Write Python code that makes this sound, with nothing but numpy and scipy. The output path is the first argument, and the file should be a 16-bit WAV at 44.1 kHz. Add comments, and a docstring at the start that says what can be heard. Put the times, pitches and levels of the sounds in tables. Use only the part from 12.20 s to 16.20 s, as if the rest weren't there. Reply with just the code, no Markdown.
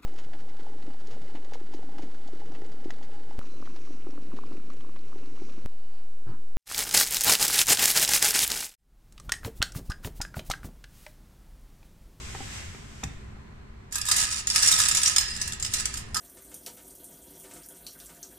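"""Coins stirred by hand in a plastic tray, close to the microphones in a small, hard room.
They knock together in damped clinks, slide over each other in dense chatter and rasp on the floor
of the tray, which rings under them. One falls free and wobbles to rest; last, the hand bumps the tray.
Before the coins come a soft rustle and a few handling knocks; the room rumbles throughout."""
import sys
import numpy as np
from scipy import signal
from scipy.fft import rfft, irfft, next_fast_len
from scipy.io import wavfile
from scipy.ndimage import uniform_filter1d, map_coordinates

SR = 44100
rng = np.random.default_rng(int(sys.argv[2]) if len(sys.argv) > 2 else 0)


def wrap_up_sound(samples):
    """Save the sound to the file named by the first command line argument, as 16-bit audio."""
    columns = np.atleast_2d(samples).T
    # keep every value between -1 and 1, then stretch to whole-number steps
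    tamed = np.clip(columns, -1, 1)
    steps = np.round(tamed * 32767).astype(np.int16)
    wavfile.write(sys.argv[1], SR, steps)


N = 176400
BLOW_SAMPLES, ATTACK_S = SR // 4, 0.00054
TRAY_DETUNE = 0.0098  # the shifting load retunes the tray

# coins lying in the heap, one mode each: f/Hz, level/dB, t60/s
HEAP_MODES = [(3488, -7, .07), (3765, -7, .06), (4200, -7, .06), (4662, -5, .06), (4969, -4, .05),
              (5335, -2, .05), (5550, 1, .05), (5749, 2, .06), (5970, -1, .05), (6960, 3, .05),
              (7176, 2, .04), (7860, 2, .05), (8130, 2, .05), (9650, 3, .04)]
# plastic tray: f/Hz, level/dB, t60/s
TRAY_MODES = [(744, -15, 0.038), (878, -9, 0.062), (990, -6, 0.1), (1253, -3.5, 0.14), (1296, -1, 0.074),
              (1343, -3, 0.046), (1612, -2, 0.1), (1710, 0.5, 0.091), (1838, -2, 0.09),
              (2000, -11.5, 0.057), (2140, -9, 0.055), (2507, -4, 0.11), (2812, -2.5, 0.062),
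              (3350, -19, 0.084)]
# spectrum of a metal contact: f/Hz, level/dB
CONTACT_COLOUR = [(100, -48), (500, -27.5), (900, -16.5), (1700, -13.5), (2400, -9.5), (4200, -6.5),
                  (5200, -0.5), (6000, -4.5), (7000, 1.5), (8300, -1.5), (9500, -5), (11000, -19.5),
                  (12500, -21.5), (15000, -23)]


def amp(db):
    """Decibels to gain."""
    return 10 ** (np.asarray(db) / 20)


def unit(x):
    """Scale to rms 1."""
    return x / np.sqrt(np.mean(x ** 2) + 1e-20)


def along(points, hz):
    """Interpolate (f/Hz, value) points on a log axis."""
    f, v = np.transpose(points)
    return np.interp(np.log(hz + 1), np.log(f + 1), v)


def curve(points):
    """Interpolate (t/s, value) points per sample."""
    return np.interp(np.arange(N) / SR, *np.transpose(points))


def wander(knots, at):
    """Smooth random curve, read at fractional knot positions."""
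    return map_coordinates(rng.standard_normal(knots), [at], mode="mirror")


def filtered(x, response):
    """Apply a frequency response."""
    n = x.shape[-1]
    m = next_fast_len(n + 2048)
    return irfft(rfft(x, m) * response(np.fft.rfftfreq(m, 1 / SR)), m)[..., :n]


def noise(colour, size):
    """Coloured noise of rms 1, channels unrelated."""
    return unit(filtered(rng.standard_normal((2, size)), lambda hz: amp(along(colour, hz))))


def add(track, at_s, sound):
    """Mix a sound in."""
    i = round(at_s * SR)
    part = track[:, i:i + sound.shape[1]]
    part += sound[:, :part.shape[1]]


def burst(colour, t60_s, attack_s=ATTACK_S, ripple_db=3):
    """Dying crack with broad random resonances, partly common to both channels, later on the left."""
    ripple_width_hz, correlation, left_lag_s = 280, 0.3, 0.00058
    t = np.arange(BLOW_SAMPLES) / SR
    ripple = lambda hz: amp(ripple_db * wander(200, hz / ripple_width_hz))
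    mid, side = unit(filtered(noise(colour, BLOW_SAMPLES), ripple))
    angle = np.arccos(correlation) / 2
    pair = np.cos(angle) * mid + np.sin(angle) * np.array([side, -side])
    pair = filtered(pair, lambda hz: np.exp(-2j * np.pi * hz * np.array([[left_lag_s], [0]])))
    envelope = np.exp(-np.log(1000) * t / t60_s) * (1 - np.exp(-t / attack_s))
    return pair * envelope * (1 + 10 * attack_s / t60_s)  # make-up gain for a slow attack


def ring(modes, spread_db=6, detune=0.0027):
    """Damped modes, struck with new strengths at each blow; low ones reach both channels alike."""
    apart_hz = 1670  # channel phases diverge above this
    t = np.arange(BLOW_SAMPLES) / SR
    hz, db, t60_s = np.transpose(modes)
    phase = 2 * np.pi * rng.random(len(hz)) + rng.standard_normal((2, len(hz))) * hz / apart_hz / 2
    hz = hz * (1 + detune * rng.standard_normal(len(hz)))
    gain = amp(db + spread_db * rng.standard_normal(len(hz))) * np.exp(1j * phase)
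    waves = np.exp(np.outer(2j * np.pi * hz - np.log(1000) / t60_s, t))
    return (gain @ waves).real * (1 - np.exp(-t / ATTACK_S))


def room(x):
    """Reverberation from hard walls; the treble dies first."""
    # decay: f/Hz, t60/s
    decay = [(200, 1), (800, 0.25), (2000, 0.74), (5000, 0.44), (9000, 0.21), (14000, 0.15)]
    # tail spectrum: f/Hz, gain/dB
    colour = [(200, 6.5), (1000, -3), (2000, 1.5), (5000, -6), (9000, -7.5), (14000, -2)]
    build_up_s = 0.0016
    bands_hz, t, spectra = signal.stft(rng.standard_normal((2, SR * 3 // 4)), SR, nperseg=256)
    t60_s = along(decay, bands_hz)[:, None]
    spectra = spectra * np.exp(-np.log(1000) * t / t60_s) / np.sqrt(t60_s)
    tail = signal.istft(spectra, SR, nperseg=256)[1]
    tail = filtered(tail / np.linalg.norm(tail[0]), lambda hz: amp(along(colour, hz)))
    tail *= 1 - np.exp(-np.arange(tail.shape[1]) / SR / build_up_s)
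    return signal.fftconvolve(x, tail, axes=1)[:, :N]


def rumble():
    """Low room noise, nearly mono in the bass, and a faint wavering hum; both swell slowly."""
    # noise spectrum: f/Hz, level/dB
    colour = [(20, -5), (103, -3), (151, -10.5), (178, -15.5), (217, -14), (328, -22), (380, -15.5),
              (511, -28), (1000, -25), (2000, -28), (3200, -37.5), (4300, -39), (5000, -43.5),
              (8000, -44.5), (10500, -58), (15000, -57)]
    # left-right likeness: f/Hz, correlation
    likeness = [(30, 0.99), (80, 0.98), (160, 0.98), (300, 0.039), (1000, -0.16)]
    # hum lines: f/Hz, level/dB
    hum_lines = [(60, -54), (214, -60.5), (1020, -71.5), (4200, -82.5)]
    # swell: t/s, gain/dB
    swell = [(0, 3.5), (.4, 1.5), (.7, 1), (1.15, 1.5), (1.5, -1), (2.5, 0.5), (3.3, 2.5), (3.7, 3),
             (4, 4.5)]
    angle = lambda hz: np.arccos(along(likeness, hz)) / 2
    mid, side = filtered(noise(colour, N), lambda hz: np.array([np.cos(angle(hz)), np.sin(angle(hz))]))
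    out = amp(-45) * unit(np.array([mid + side, mid - side]))
    t = np.arange(N) / SR
    for hz, db in hum_lines:
        drift_rad = uniform_filter1d(4 * np.cumsum(rng.standard_normal(N)) / np.sqrt(SR), size=2000)
        out += amp(db) * np.sqrt(2) * np.sin(2 * np.pi * hz * t + drift_rad)
    return amp(curve(swell)) * out


def rustle():
    """Soft hiss that swells and dies away."""
    # envelope: t/s, level/dB
    envelope = [(0, -44.5), (.29, -43.5), (.37, -40.5), (.43, -45.5), (.48, -48.5), (.65, -54),
                (.85, -52.5), (1.05, -65), (1.4, -92)]
    # spectrum: f/Hz, level/dB
    colour = [(100, -5), (500, -10), (1000, -6), (2100, -1.5), (3600, -4.5), (4300, -6.5), (5600, -3.5),
              (6300, -4.5), (7700, -2), (8500, -7.5), (10200, -16.5), (15000, -28)]
    return amp(curve(envelope)) * noise(colour, N)


def handling():
    """Small, nearly dry knocks on the casing: mono ring and low thump, then a bright click."""
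    # knocks: t/s, casing level/dB, click level/dB, thump level/dB
    knocks = [(0.149, -30.5, -52, -42.5), (.205, -37.5, -54, -42), (0.547, -42, -62, -48),
              (0.8329, -30.5, -24.5, -32.5)]
    # casing: f/Hz, level/dB, t60/s
    casing_modes = [(252, -6, 0.098), (398, -1, 0.025), (792, -2, 0.059), (900, -3, 0.016),
                    (1294, -6.5, 0.033), (1860, -12, 0.037), (2420, -7.5, 0.028)]
    # click spectrum: f/Hz, level/dB
    click_colour = [(200, 2), (1800, 1), (3600, -6), (4600, -7), (6000, 5), (8000, -2), (10200, -17),
                    (11400, -11), (15000, -23)]
    # click ring: f/Hz, level/dB, t60/s
    click_modes = [(1825, -5.5, 0.03), (2610, -1.5, 0.034), (3650, 1, 0.032), (5750, -5, 0.044),
                   (7000, -6, 0.036), (7840, -2, 0.057)]
    # thump spectrum: f/Hz, level/dB
    thump_colour = [(20, 5), (60, -0.5), (140, 1), (220, -13), (400, -30), (2000, -64)]
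    click_delay_s = 0.0034
    taps, thumps = np.zeros((2, 2, N))
    for at_s, casing_db, click_db, thump_db in knocks:
        add(taps, at_s, amp(casing_db) * ring(casing_modes, spread_db=3)[:1])
        click = burst(click_colour, t60_s=0.028, attack_s=0.0015, ripple_db=0.5)
        click += amp(-6.5) * ring(click_modes, spread_db=1)
        add(taps, at_s + click_delay_s, amp(click_db) * click)
        add(thumps, at_s, amp(thump_db) * burst(thump_colour, t60_s=0.34, attack_s=0.0093)[:1])
    return taps + thumps + amp(-6) * room(taps)


def sliding():
    """Many tiny contacts; the coins rub in turns, each adding its own note and ringing the tray."""
    # push of the hand's sweeps: t/s, level/dB
    sweeps = [(1.71, -57), (1.745, -36), (1.785, -38), (1.8, -68), (1.85, -54), (1.885, -30), (1.94, -31.5),
              (1.97, -28.5), (2.02, -27), (2.06, -35.5), (2.1, -38), (2.13, -30.5), (2.18, -35.5),
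              (2.25, -62), (2.29, -39), (2.31, -39), (2.35, -31.5), (2.38, -28.5), (2.43, -24.5),
              (2.53, -29), (2.56, -27.5), (2.605, -23.5), (2.67, -30), (2.735, -40), (2.77, -26.5),
              (2.805, -35.5), (2.87, -25.5), (2.9, -32.5), (2.95, -38), (3.02, -40.5), (3.15, -44),
              (3.29, -41.5), (3.38, -72), (3.43, -52), (3.465, -31), (3.49, -57), (3.522, -40.5),
              (3.535, -35.5), (3.6, -28), (3.63, -48), (3.72, -47.5), (3.79, -39.5), (3.83, -62),
              (3.935, -63), (3.96, -35), (4, -61)]
    contacts_per_s, spread_db, turns_per_s, turn_db = 1100, 4, 25, 7
    damped_tray = np.array(TRAY_MODES) * [1, 1, 0.63]  # the pressing hand shortens the ring
    push = amp(curve(sweeps) + 2.5) * (np.arange(N) > sweeps[0][0] * SR)
    grid_s = np.arange(N // 100) * 100 / SR
    out = np.zeros((2, N))
    for coin in HEAP_MODES:
        turn = np.tanh(curve(np.column_stack([grid_s, wander(400, grid_s * turns_per_s)])))
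        touches = rng.random(N) < contacts_per_s / len(HEAP_MODES) / SR
        strength_db = spread_db * np.clip(rng.standard_normal(N), -2, 2) + turn_db * turn
        force = unit(touches * amp(strength_db)) * push
        metal = unit(burst(CONTACT_COLOUR, t60_s=0.011) + amp(-8) * ring([coin], spread_db=1))
        tray = amp(-16.5) * unit(ring(damped_tray, detune=TRAY_DETUNE))
        out += signal.oaconvolve(force[None], metal + tray, axes=1)[:, :N]
    return out / np.sqrt(len(HEAP_MODES) * BLOW_SAMPLES)


def clinks():
    """Coin hits coin: a crack of chatter, the struck coin's split note, the ring of heap and tray."""
    # blows, levels relative: t/s, metal level/dB, tray level/dB, rim level/dB,
    # note f/Hz, note level/dB, chatter t60/s, chatter attack/s
    blows = [(1.724, -22.5, -45, -5, 7000, 4, 0.046, 0.0002),
             (1.755, -13, -33.5, -6, 7730, 1.5, 0.033, 0.0004),
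             (1.782, -18, -35, -8, 11200, -10, 0.025, .002),
             (1.814, -13, -55, -28, 5070, -3, 0.033, 0.00052),
             (1.853, -19.5, -37.5, -9, 8050, -3, 0.034, 0.00044),
             (1.864, -16, -49, -15, 7400, -3, 0.036, .0005),
             (1.8858, -13.5, -29.5, -7, 7800, 0, 0.06, 0.0007),
             (1.913, -3.5, -27.5, -14.5, 4990, -3.5, 0.048, 0.0036),
             (1.962, -15, -49, -3, 7210, 1, 0.24, 0.0013), (1.98, -14, -38, -11, 3850, -9, 0.074, .001),
             (2.001, -14, -50, -15, 8060, 1, 0.058, 0.0012), (2.011, -14, -44, -13, 4670, -6, 0.055, .001),
             (2.035, -16.5, -33, -12, 6800, -2, .06, .002),
             (2.198, -26, -45, -23, 6960, 6.5, 0.044, 0.00041),
             (2.271, -11.5, -50, -32, 6800, 5, 0.042, 0.00028),
             (2.301, -5, -38, -29, 5060, -4.5, 0.0081, .0005),
             (2.310, -14, -41, -33, 5540, 3.5, 0.028, .0005),
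             (2.359, -3, -27.5, -13.5, 5170, -1, 0.027, 0.0019),
             (2.425, -10, -38, -8, 6930, -7, 0.027, .001), (2.43, -7.5, -37, -22, 5620, 2, 0.035, 0.0022),
             (2.434, -17, -48, -20, 4640, 2, 0.027, .001), (2.449, -15, -46, -18, 5580, 8, 0.02, .001),
             (2.461, -11, -48, -15, 8300, 6, 0.032, 0.0006), (2.4738, -4, -53, -30, 6970, -3, 0.018, .0008),
             (2.478, -6, -47, -13, 8200, -4, 0.048, .0015), (2.486, -9.5, -42, -17, 5550, 8.5, 0.055, .001),
             (2.514, -5, -30.5, -9.5, 5800, -4, 0.06, 0.00092),
             (2.52, -10, -45, -22, 8050, -2, 0.026, .001), (2.525, -6.5, -46, -20, 3760, 0, 0.027, .001),
             (2.538, -9.5, -42, -18, 5790, 5, 0.041, 0.0011),
             (2.587, -9.5, -28.5, -7.5, 5240, -2, 0.041, 0.0015),
             (2.601, -11, -28, -7, 6100, 0, 0.15, 0.0014), (2.685, -7, -53, -11, 6830, -10, 0.068, 0.00026),
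             (2.711, -9, -38, -27, 6930, -3, 0.055, 0.0025),
             (2.748, -10.5, -38, -9, 7080, 3, 0.089, 0.0007), (2.77, -8, -56, -15, 6950, -1.5, .04, 0.0024),
             (2.816, -13.5, -47, -18, 5760, -5, 0.04, 0.00065),
             (2.8322, -8.5, -35, -16, 8400, 2.5, 0.036, 0.00095),
             (2.859, -6.5, -43, -35, 5700, 3.5, 0.031, 0.0045),
             (2.872, -11.5, -58, -30, 5745, 5, 0.015, 0.00092),
             (2.879, -10, -58, -29, 6430, 4.5, 0.023, 0.0013),
             (2.962, -3, -30.5, -35, 5210, -5, 0.035, 0.00038),
             (2.982, -4.5, -50, -43, 5170, 2, 0.037, 0.00057),
             (3.01, -14, -36, -38, 5230, -17, 0.042, 0.0016),
             (3.164, -19.5, -53, -27, 7350, -3, 0.025, 0.00049),
             (3.214, -11.5, -49, -25, 6310, -2.5, 0.054, 0.00085),
             (3.276, -17.5, -43, -12, 7740, -12, 0.043, 0.0011),
             (3.322, -16, -49, -20, 7400, -11, 0.026, 0.00042),
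             (3.333, -18.5, -48, -33, 7700, -2, 0.025, 0.00085),
             (3.398, -22.5, -50, -30, 7070, 3.5, 0.072, .0005),
             (3.4248, -15.5, -66, -16.5, 7300, 6, 0.057, 0.00075),
             (3.448, -13.5, -61, -25, 5180, 2, 0.028, .001),
             (3.536, -8.5, -55, -13, 5180, -22, 0.055, 0.0027),
             (3.655, -9.5, -41.5, -45, 7640, -14, 0.038, 0.00045),
             (3.740, -20.5, -41, -12, 7100, 1, 0.041, 0.00039),
             (3.773, -21.5, -48, -7, 7460, -1, 0.042, 0.00077),
             (3.945, -14.5, -53, -9, 5180, 2.5, 0.03, 0.0021),
             (3.967, -12, -46, -11, 5070, -1, 0.036, 0.0019)]
    # split note: ratio to note f, level/dB, t60/s
    note_modes = [(.94, -12, .025), (1, -3, .06), (1.02, -10, .04), (1.07, -12, .025)]
    # sharp rim-on-rim contact: f/Hz, level/dB
    rim_colour = [(100, -70), (8000, 11), (11000, 14.5), (15000, -1)]
    out = np.zeros((2, N))
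    for at_s, metal_db, tray_db, rim_db, note_hz, note_db, t60_s, attack_s in blows:
        chatter = burst(CONTACT_COLOUR, t60_s, attack_s)
        note = amp(note_db) * ring(np.array(note_modes) * [note_hz, 1, 1], spread_db=0)
        heap = amp(-22) * ring(HEAP_MODES)
        rim = amp(rim_db + 2.5) * burst(rim_colour, t60_s=0.04)
        tray = amp(tray_db - 6.5) * ring(TRAY_MODES, spread_db=3, detune=TRAY_DETUNE)
        add(out, at_s, amp(metal_db - 8.5) * (chatter + note + heap + rim) + tray)
    return out


def dragging():
    """Coins pressed on the plastic floor slip in tiny steps and make it rasp."""
    # envelope: t/s, level/dB
    envelope = [(2.85, -71), (3.0, -48), (3.2, -45), (3.33, -46.5), (3.42, -67), (3.56, -49), (3.72, -51),
                (3.92, -70)]
    # tray floor: f/Hz, level/dB, t60/s
    floor_modes = [(1733, -1, 0.02), (1910, -4, 0.016), (2760, -1, 0.016), (4100, -7, .03)]
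    slips_per_s = 1000
    slips = (rng.random(N) < slips_per_s / SR) * rng.standard_normal(N)
    rasp = unit(signal.oaconvolve(slips[None], ring(floor_modes, spread_db=1), axes=1)[:, :N])
    return rasp * amp(curve(envelope)) * (np.arange(N) > envelope[0][0] * SR)


def free_coin():
    """A coin drops, bounces and wobbles to rest, ringing longer than those in the heap."""
    # bounces: t/s, level/dB
    bounces = [(2.962, -27), (2.982, -26.5), (3.012, -37)]
    # free coin: f/Hz, level/dB, t60/s
    coin_modes = [(3480, -12, .1), (4962, -2, .11), (5045, -6, .1), (5115, -1, .12), (6575, -1, .08),
                  (6781, -2, .08), (7384, -4, .06), (8350, -3, .06), (13950, 0, .04)]
    # wobbling coin: f/Hz, level/dB, t60/s
    wobble_modes = [(4965, -3, .06), (5050, -3, .06), (5110, 0, .06)]
    wobble_start_s, wobble_end_s, wobble_taps = 3.055, 3.145, 12
    out = np.zeros((2, N))
    for at_s, db in bounces:
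        add(out, at_s, amp(db) * ring(coin_modes, spread_db=1.5))
    for at_s in np.linspace(wobble_start_s, wobble_end_s, wobble_taps):
        add(out, at_s, amp(-36) * ring(wobble_modes, spread_db=4))
    return out


def tray_bumps():
    """Soft blows of the hand reach only the tray's lower modes: a hollow knock."""
    # bumps: t/s, level/dB
    bumps = [(3.943, -37), (3.957, -34), (3.966, -30)]
    cutoff_hz = 1730
    out = np.zeros((2, N))
    for at_s, db in bumps:
        add(out, at_s, amp(db) * ring(TRAY_MODES, spread_db=4))
    return filtered(out, lambda hz: 1 / (1 + (hz / cutoff_hz) ** 8))


def scene():
    """All sources in the room, the tray to the right of the microphones."""
    # tray balance: f/Hz, left minus right/dB
    pan = [(200, -8), (700, -6), (1300, -2.5), (2400, -3.5), (4500, -1.5), (6500, 0.5), (9000, -6.5),
           (15000, -3)]
    coins = clinks() + tray_bumps() + sliding() + dragging() + free_coin()
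    near = filtered(coins, lambda hz: amp(np.array([[0.5], [-0.5]]) * along(pan, hz))) + rustle()
    return near + room(near) + handling() + rumble()


def record(dry):
    """Steep low-pass band limit."""
    top_hz = 15200
    return filtered(dry, lambda hz: 1 / np.sqrt(1 + (hz / top_hz) ** 180))


dry = scene()
out = record(dry)
wrap_up_sound(out)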